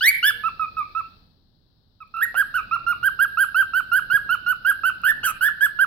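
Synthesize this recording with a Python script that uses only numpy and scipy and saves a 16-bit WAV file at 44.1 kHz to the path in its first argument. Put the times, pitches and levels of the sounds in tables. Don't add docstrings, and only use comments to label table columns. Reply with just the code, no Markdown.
import sys
import numpy as np
from scipy import signal
from scipy.fft import rfft, irfft, next_fast_len
from scipy.io import wavfile
from scipy.ndimage import uniform_filter1d, map_coordinates

SR = 44100
rng = np.random.default_rng(int(sys.argv[2]) if len(sys.argv) > 2 else 0)


def volts(x):
    e = np.asarray(x, float) / 20
    return 10 ** e


def digitize_waveform(pressure):
    field = np.atleast_2d(pressure).T
    bounded = np.clip(field, -1, 1)
    quanta = np.round(bounded * 32767).astype(np.int16)
    wavfile.write(sys.argv[1], SR, quanta)


N = 258426

# start in seconds, length in seconds, first pitch in Hz, crest pitch in Hz, level in dB.
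ARCHES = [(0.227, .087, 1400, 1730, -16.5), (0.435, .06, 1243, 1345, -21.5),
          (0.949, 0.067, 1265, 1345, -23.5), (2.003, .037, 1311, 1307, -40),
          (2.206, .055, 1370, 1944, -17.5), (2.349, .083, 1327, 1620, -14.5),
          (2.71, .061, 1225, 1395, -20.5), (2.864, .073, 1360, 1416, -19.5), (3.028, .067, 1357, 1625, -16),
          (3.189, .071, 1342, 1640, -14.5), (3.371, .079, 1301, 1595, -15.5),
          (3.544, .089, 1334, 1589, -16), (3.734, .077, 1334, 1552, -17.5), (4.099, 0.084, 1350, 1656, -16),
          (4.29, 0.069, 1315, 1496, -18), (4.647, .075, 1360, 1635, -16), (4.834, 0.073, 1301, 1531, -17.5),
          (5.606, .067, 1528, 1716, -14), (5.788, .065, 1400, 1605, -14.5)]
# start in seconds, length in seconds, first pitch in Hz, crest pitch in Hz, level in dB.
RAMPS = [
    (0.007, 0.11, 1413, 2345, -12.5),
    (3.915, 0.086, 1369, 1612, -16),
    (4.462, 0.074, 1406, 1511, -19),
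    (5.034, .091, 1357, 1786, -15),
    (5.408, 0.087, 1411, 1742, -15),
]
# start in seconds, length in seconds, crest pitch in Hz, last held pitch in Hz, level in dB.
SAGS = [
    (0.594, 0.069, 1291, 1250, -22.5),
    (0.767, 0.07, 1283, 1190, -23),
    (2.54, 0.072, 1500, 1271, -18.5),
    (5.23, .092, 1566, 1276, -14),
]
# start in seconds, pitch in Hz, level in dB.
MURMUR = (2.139, 1315, -31.5)
# time of a central dip in seconds,
# half length in seconds, depth as a share of the pitch, dips per second, rasp in dB.
HOARSE = [(0.074, .05, 0.021, 160, 4), (2.189, 0.042, 0.062, 53, -11.5), (2.238, .025, 0.062, 65, 4.5),
          (2.388, 0.06, .06, 105, 3), (2.585, 0.036, .06, 89, 6.5), (4.866, .04, .02, 71, 1.5),
          (5.066, 0.04, 0.084, 72, -1), (5.277, 0.049, 0.089, 110, 15.5), (5.453, .04, 0.083, 92, 3.5),
          (5.643, 0.063, .02, 56.8, 7)]
# time in seconds, second harmonic over the first in dB,
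# extra brightness in dB.
BEAK_FACING = [(0.04, -2.5, 2.1), (0.3, -6, 11.8), (0.42, -26, -0.6), (1.0, -28.5, -7.5), (2.2, -21.5, 4),
               (2.74, -23.5, 0), (3.3, -24, 4.8), (3.8, -23, 3.9), (4.5, -21, 1), (4.75, -23, 0.7),
               (5.1, -20, 4.3), (5.252, -11, -1.5), (5.31, -27, 16.5), (5.45, -18.5, 0.7),
               (5.82, -23, -3.5)]
# pitch in Hz, high overtones over the level in dB.
BRIGHTNESS = [(1200, -44.5), (1330, -36.5), (1450, -24.5), (1600, -24), (2300, -16.5)]
# frequency in Hz, gain in dB.
TRACT = [(2400, 13), (3300, -6), (4000, -13), (5000, -15.5), (5700, -18), (6400, -28), (7100, -19.5),
         (7800, -10.5), (9300, -20.5), (10200, -11.5), (11300, 3), (12500, -8.5), (14000, -9.5),
         (15800, -13)]
# frequency in Hz, gain in dB.
BREATH = [(300, -42), (900, -6), (1600, 8), (3200, -10), (5000, -14.5), (6000, -53.5)]
# time in seconds, peak level in dB.
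BUMPS = [
    (2.718, -44.5),
    (3.017, -38),
    (4.134, -33.5),
    (5.269, -62),
]
# time in seconds, level in dB, frequency in Hz, time to
# die by 60 dB in seconds.
TICKS = [(2.075, -70, 9000, 0.019), (2.342, -38, 930, 0.072), (2.536, -54, 7100, 0.011),
         (4.134, -48, 295, 0.059), (4.838, -38.5, 676, 0.019), (5.017, -48, 9900, 0.0096),
         (5.221, -61, 9700, 0.009), (5.235, -43.5, 756, 0.052), (5.295, -43, 920, 0.059)]
# start in seconds, length in seconds, frequency in Hz, level in dB.
BAR_HUM = (.3, .12, 480, -60.5)
# delay in seconds, level in dB.
WALLS = [(.0031, -19), (.0074, -19), (.0118, -20), (.0173, -21), (.0236, -22)]
# frequency in Hz, time to die by 60 dB in seconds.
ROOM_DECAY = [(800, 0.18), (1600, 0.5), (2800, 0.51), (6000, 0.15), (12000, 0.39)]
# frequency in Hz, gain in dB.
ROOM_COLOUR = [(1500, -0.5), (2700, 4), (4000, -4), (9000, -1.5), (15000, -12.5)]
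# frequency in Hz, left minus right in dB.
PORT_BALANCE = [(400, 0), (1000, -5), (1350, -9), (1700, -8), (2300, 0), (3000, 4), (4800, 8), (6200, 6),
                (7800, -1), (9000, -3), (10000, -1), (11200, -7), (13000, -2), (15200, 2)]
# frequency in Hz, left lead in radians.
PORT_LEAD = [(0, 0), (1350, .45), (1650, .9), (2500, 1), (3000, .65), (4700, 1.5), (6200, 2.6), (7800, 3),
             (9000, 4), (11300, 4), (13500, 4.2), (16200, 5)]
# time in seconds, extra left lead in microseconds.
HEAD_TURN = [(0, -3), (.5, 3), (1, 12), (2.2, 11), (2.7, 1), (4.15, 0), (4.7, 12), (5.1, 19), (5.45, 19),
             (5.65, 32), (5.85, 46)]
# frequency in Hz, level in dB per Hz.
RUMBLE = [(12, -46.5), (20, -7), (38, -3), (52, -8.5), (64, -7.5), (92, -4.5), (265, -13.5), (300, -16),
          (409, -20), (1670, -26.5), (2800, -44.5), (3640, -80), (6160, -120)]
# frequency in Hz, likeness from 0 to 1.
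RUMBLE_ALIKE = [(60, 0.8), (150, .72), (350, 0.5), (700, 0.45), (1500, 0)]
# frequency in Hz, level in dB per Hz.
HISS = [(1650, -54), (2800, -18.5), (4060, -1.5), (5090, -10), (5930, -26), (7170, -41.5), (7890, -29.5),
        (8420, -41.5), (9130, -37.5), (16000, -21.5)]
# time in seconds, half length in seconds, swell in dB.
HANDLING = [
    (4.19, 0.27, 3),
    (5.2, 0.21, 3.5),
]

CREST_SHARE, EARLY_SHARE = 0.63, 0.24
CREST_S, FALL_POWER = 0.03, 2.8
RAMP_POWER, RAMP_CREST_S, RAMP_FALL_POWER = 1.25, 0.026, 2.4
BOW, LAG_PER_KHZ = 1, 1
SAG_ONSET_HZ, SAG_S = 1360, 0.037
FALL_HZ, FALL_FOLLOWS = 1082, 0.37
SAG_DROP, SAG_FADE_POWER = 0.4, 0.71
EFFORT_DB_PER_KHZ, SWELL_POWER = 15.5, 2
SAG_DB_PER_KHZ, DROP_DB_PER_KHZ, FALL_DB = 21.5, 12, 14
ONSET_DB, ONSET_S = 3.5, 0.0068
BREATHY_STARTS_S, BREATHY_DB, BREATHY_S = (2.349, 5.234), 14, 0.021
SHUT_DB_PER_KHZ = 30
RASP_BRIGHT, RASP_VALLEY = 0.44, 0.61
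RASP_HZ, RASP_WIDTH_HZ, RASP_DB = 6176, 270, -59.5
HEARD_DB, CLOSE_S, GLIDE_S = -30, 0.34, 0.27
RUMBLE_DB, HISS_DB = -53, -64.5
SHUT_RUMBLE_DB, SHUT_HISS_DB = -7.5, -12
SPLIT_HZ, SHUT_UPPER_DB = 350, -9
SETTLE_DB, SETTLE_S = 16, 0.29
TOP_HZ = 15880


def unit(x):
    return x / np.sqrt(np.mean(x ** 2) + 1e-20)


def along(points, hz):
    f, v = np.transpose(points)
    return np.interp(np.log(hz + 1), np.log(f + 1), v)


def wobble(rate):
    knots = rng.standard_normal(int(N * rate / SR) + 4)
    return map_coordinates(knots, [np.arange(N) * rate / SR])


def filtered(x, response):
    m = next_fast_len(N + SR // 2)
    return irfft(rfft(x, m) * response(np.fft.rfftfreq(m, 1 / SR)), m)[..., :N]


def phrase():
    rows = [(s, n, a, top, top, db, n * CREST_SHARE, False) for s, n, a, top, db in ARCHES]
    rows += [(s, n, a, top, top, db, n - RAMP_CREST_S, True) for s, n, a, top, db in RAMPS]
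    rows += [(s, n, min(top, SAG_ONSET_HZ), top, low, db, n * EARLY_SHARE, False)
             for s, n, top, low, db in SAGS]
    notes = []
    for start, length, first, top, low, db, crest, is_ramp in sorted(rows):
        sags = low < top
        t = np.linspace(0, length, num=40)
        u = np.clip(t / crest, 0, 1)
        if is_ramp:
            climb = u ** RAMP_POWER
            fall_s, fall_power = RAMP_CREST_S, RAMP_FALL_POWER
        else:
            climb = np.sin(np.pi / 2 * u) ** (BOW + LAG_PER_KHZ * (top - first) / 1000)
            fall_s, fall_power = CREST_S, FALL_POWER
        sag = (top - low) * np.sin(np.pi / 2 * np.clip((t - crest) / SAG_S, 0, 1)) ** 2
        held = first + (top - first) * climb - sag
        fall = np.clip(1 - (length - t) / fall_s, 0, 1) ** fall_power
        depth = max(low - FALL_HZ * (low / 1600) ** FALL_FOLLOWS, 0)
        drop = fall * depth * (SAG_DROP if sags else 1)

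        breathy = min(abs(start - b) for b in BREATHY_STARTS_S) < 0.01
        onset_depth, onset_s = (BREATHY_DB, BREATHY_S) if breathy else (ONSET_DB, ONSET_S)
        level = db - FALL_DB * fall ** (SAG_FADE_POWER if sags else 2)
        level -= onset_depth * np.exp(-t / onset_s)
        level -= EFFORT_DB_PER_KHZ * (top - first) / 1000 * (1 - u) ** SWELL_POWER
        level -= (SAG_DB_PER_KHZ * sag + DROP_DB_PER_KHZ * drop) / 1000
        note = np.c_[start + t, held - drop, level, drop / 1000]
        if 0 < start - MURMUR[0] < 0.1:
            note = np.r_[[(*MURMUR, 0)], note]
        notes.append(note)
    return notes


def bird():
    t, notes = np.arange(N) / SR, phrase()
    when, *paths = np.concatenate(notes).T
    pitch, level_db, fallen = (uniform_filter1d(np.interp(t, when, p), size=60) for p in paths)
    sounding, opened = np.zeros(N), np.zeros(N)
    for note in notes:
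        start, end = note[0][0], note[-1][0]
        sounding += np.clip(np.minimum((t - start) / 0.003, (end - t) / 0.003), 0, 1)
        opened += np.clip((t - start) / 0.023, 0, 1) * (t < end)

    warble, rasp_db = 0.008 * wobble(130), np.zeros(N)
    for mid, half, depth, rate, db in HOARSE:
        swell = np.clip(3 - 3 * ((t - mid) / half) ** 2, 0, 1)
        dips = np.exp(2.2 * (np.cos(2 * np.pi * rate * (t - mid)) - 1))
        warble += swell * depth * (0.37 - dips + 0.086 * wobble(200))
        rasp_db += swell * db
        level_db -= 0.25 * swell * db * dips

    when, *beak = np.transpose(BEAK_FACING)
    beak_db, facing_db = (np.interp(t, when, c) for c in beak)
    bright_db = along(BRIGHTNESS, pitch) + facing_db + RASP_BRIGHT * rasp_db + 3 * wobble(60)
    pitch = pitch * (1 + warble)
    phase = 2 * np.pi * np.cumsum(pitch) / SR
    voice = volts(level_db - 3 + 1.1 * wobble(90)) * np.sin(phase)
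    for k in range(2, 15):
        hz = k * pitch
        high = np.clip((hz - 5500) / 2500, 0, 1)
        tone_db = level_db + (1 - high) * (beak_db - 0.5) + high * bright_db
        tone_db += along(TRACT, hz) + 2.64 * wobble(140)
        tone_db += RASP_VALLEY * rasp_db * np.exp(-((hz - 7600) / 2500) ** 4)
        tone_db -= SHUT_DB_PER_KHZ * fallen
        voice += volts(tone_db) * (1 - high + high * opened) * np.sin(k * phase) * (hz < 17000)

    puffs = (1 + 1.8 * np.sin(phase)) * rng.standard_normal(N)
    high_air = unit(filtered(puffs, lambda hz: volts(along(TRACT, hz)) * (hz > 5800)))
    low_air = unit(filtered(puffs, lambda hz: volts(along(BREATH, hz))))
    whistle = unit(filtered(puffs, lambda hz: np.exp(-((hz - RASP_HZ) / RASP_WIDTH_HZ) ** 2)))
    air = volts(bright_db - 16 - rasp_db / 3) * opened * high_air
    air += volts(-41.5) * low_air + volts(RASP_DB + rasp_db) * whistle
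    return sounding * (voice + volts(level_db + rasp_db) * air)


def cage():
    t = np.arange(SR // 8) / SR
    out = np.zeros(N + len(t))

    def place(start, sound):
        out[round(start * SR):][:len(t)] += sound

    for start, db in BUMPS:
        thud = np.sin(2 * np.pi * 120 * t) * (1 - np.exp(-t / 0.006))
        place(start, volts(db - 0.5 - 60 * t / 0.072) * thud)
    for start, db, hz, t60 in TICKS:
        band = signal.butter(2, [hz / 1.58, hz * 1.86], "band", fs=SR)
        scrape = unit(signal.lfilter(*band, rng.standard_normal(len(t))))
        place(start, volts(db - 60 * t / t60) * (1 - np.exp(-t / 0.001)) * scrape)
    start, length, hz, db = BAR_HUM
    swell = np.sin(np.pi * np.clip(t / length, 0, 1))
    place(start, volts(db) * swell * np.sin(2 * np.pi * hz * t))
    return out[:N]


def ports(x):
    def half(hz):
        lead = np.interp(hz, *np.transpose(PORT_LEAD))
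        return volts(along(PORT_BALANCE, hz) / 2) * np.exp(0.5j * lead)

    left, right = filtered(x, lambda hz: np.array([half(hz), 1 / half(hz)]))
    shift = np.interp(np.arange(N) / SR, *np.transpose(HEAD_TURN)) * SR / 1e6
    left = map_coordinates(left, [np.arange(N) + shift], order=3, mode="nearest")
    return np.array([left, right])


def room(x):
    out = np.zeros((2, N + SR))
    starts = [0] + [int(n[0][0] * SR) for n in phrase()[1:]] + [N]
    for a, b in zip(starts, starts[1:]):
        hz, t, z = signal.stft(rng.standard_normal((2, SR // 2)), SR, nperseg=256)
        decay_db = along(ROOM_COLOUR, hz)[:, None] - 60 * t / along(ROOM_DECAY, hz)[:, None]
        tail = signal.istft(z * volts(decay_db), SR, nperseg=256)[1]
        answer = volts(-15.0) * np.pad(tail / np.linalg.norm(tail[0]), ((0, 0), (400, 0)))
        for delay, db in WALLS:
            at = (delay * SR + rng.uniform(-12, 12, 2)).astype(int)
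            answer[[0, 1], at] += volts(db) * rng.choice([-1, 1], 2)
        echo = signal.fftconvolve(x[None, a:b], answer, axes=1)
        out[:, a:a + echo.shape[1]] += echo
    return out[:, :N] * volts(1.8 * wobble(30))


def suppressor():
    t = np.arange(N) / SR
    heard = [(n[0, 0], n[-1, 0]) for n in phrase() if n[:, 2].max() > HEARD_DB]
    starts, ends = np.transpose(heard)
    since = t - ends[np.clip(np.searchsorted(starts, t) - 1, 0, None)]
    return uniform_filter1d(np.clip(since / CLOSE_S, 0, 1) ** 2, int(GLIDE_S * SR))


def background():
    t, shut = np.arange(N) / SR, suppressor()

    def mid_and_side(hz):
        angle = np.arccos(np.clip(along(RUMBLE_ALIKE, hz), -1, 1)) / 2
        return volts(along(RUMBLE, hz)) * [np.cos(angle), np.sin(angle)]

    mid, side = filtered(rng.standard_normal((2, N)), mid_and_side)
    rumble = unit(np.array([mid + side, mid - side])) * volts([[-0.5], [0.5]])
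    upper = filtered(rumble, lambda hz: 1 / (1 + (SPLIT_HZ / (hz + 1)) ** 2))
    rumble = rumble - upper * (1 - volts(SHUT_UPPER_DB * shut))
    rumble_db = RUMBLE_DB + SHUT_RUMBLE_DB * shut + 1.6 * wobble(2.1)
    for mid_s, half_s, db in HANDLING:
        rumble_db += db * np.exp(-((t - mid_s) / half_s) ** 2)

    hiss = unit(filtered(rng.standard_normal((2, N)), lambda hz: volts(along(HISS, hz))))
    hiss = hiss * volts([[9], [-9]])
    hiss_db = HISS_DB + SHUT_HISS_DB * shut + SETTLE_DB * np.exp(-t / SETTLE_S)
    return volts(rumble_db) * rumble + volts(hiss_db) * hiss


def scene():
    near = bird() + cage()
    answer = room(near) * volts([[-1.5], [1.5]])
    return volts(5.0) * (ports(near) + answer) + background()


def top_cut(x):
    return signal.sosfilt(signal.butter(12, 16660, fs=SR, output="sos"), x)


def record(dry):
    mix = filtered(dry, lambda hz: 1 / (1 + (hz / TOP_HZ) ** 120))
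    return top_cut(mix)


dry = scene()
out = record(dry)
digitize_waveform(out)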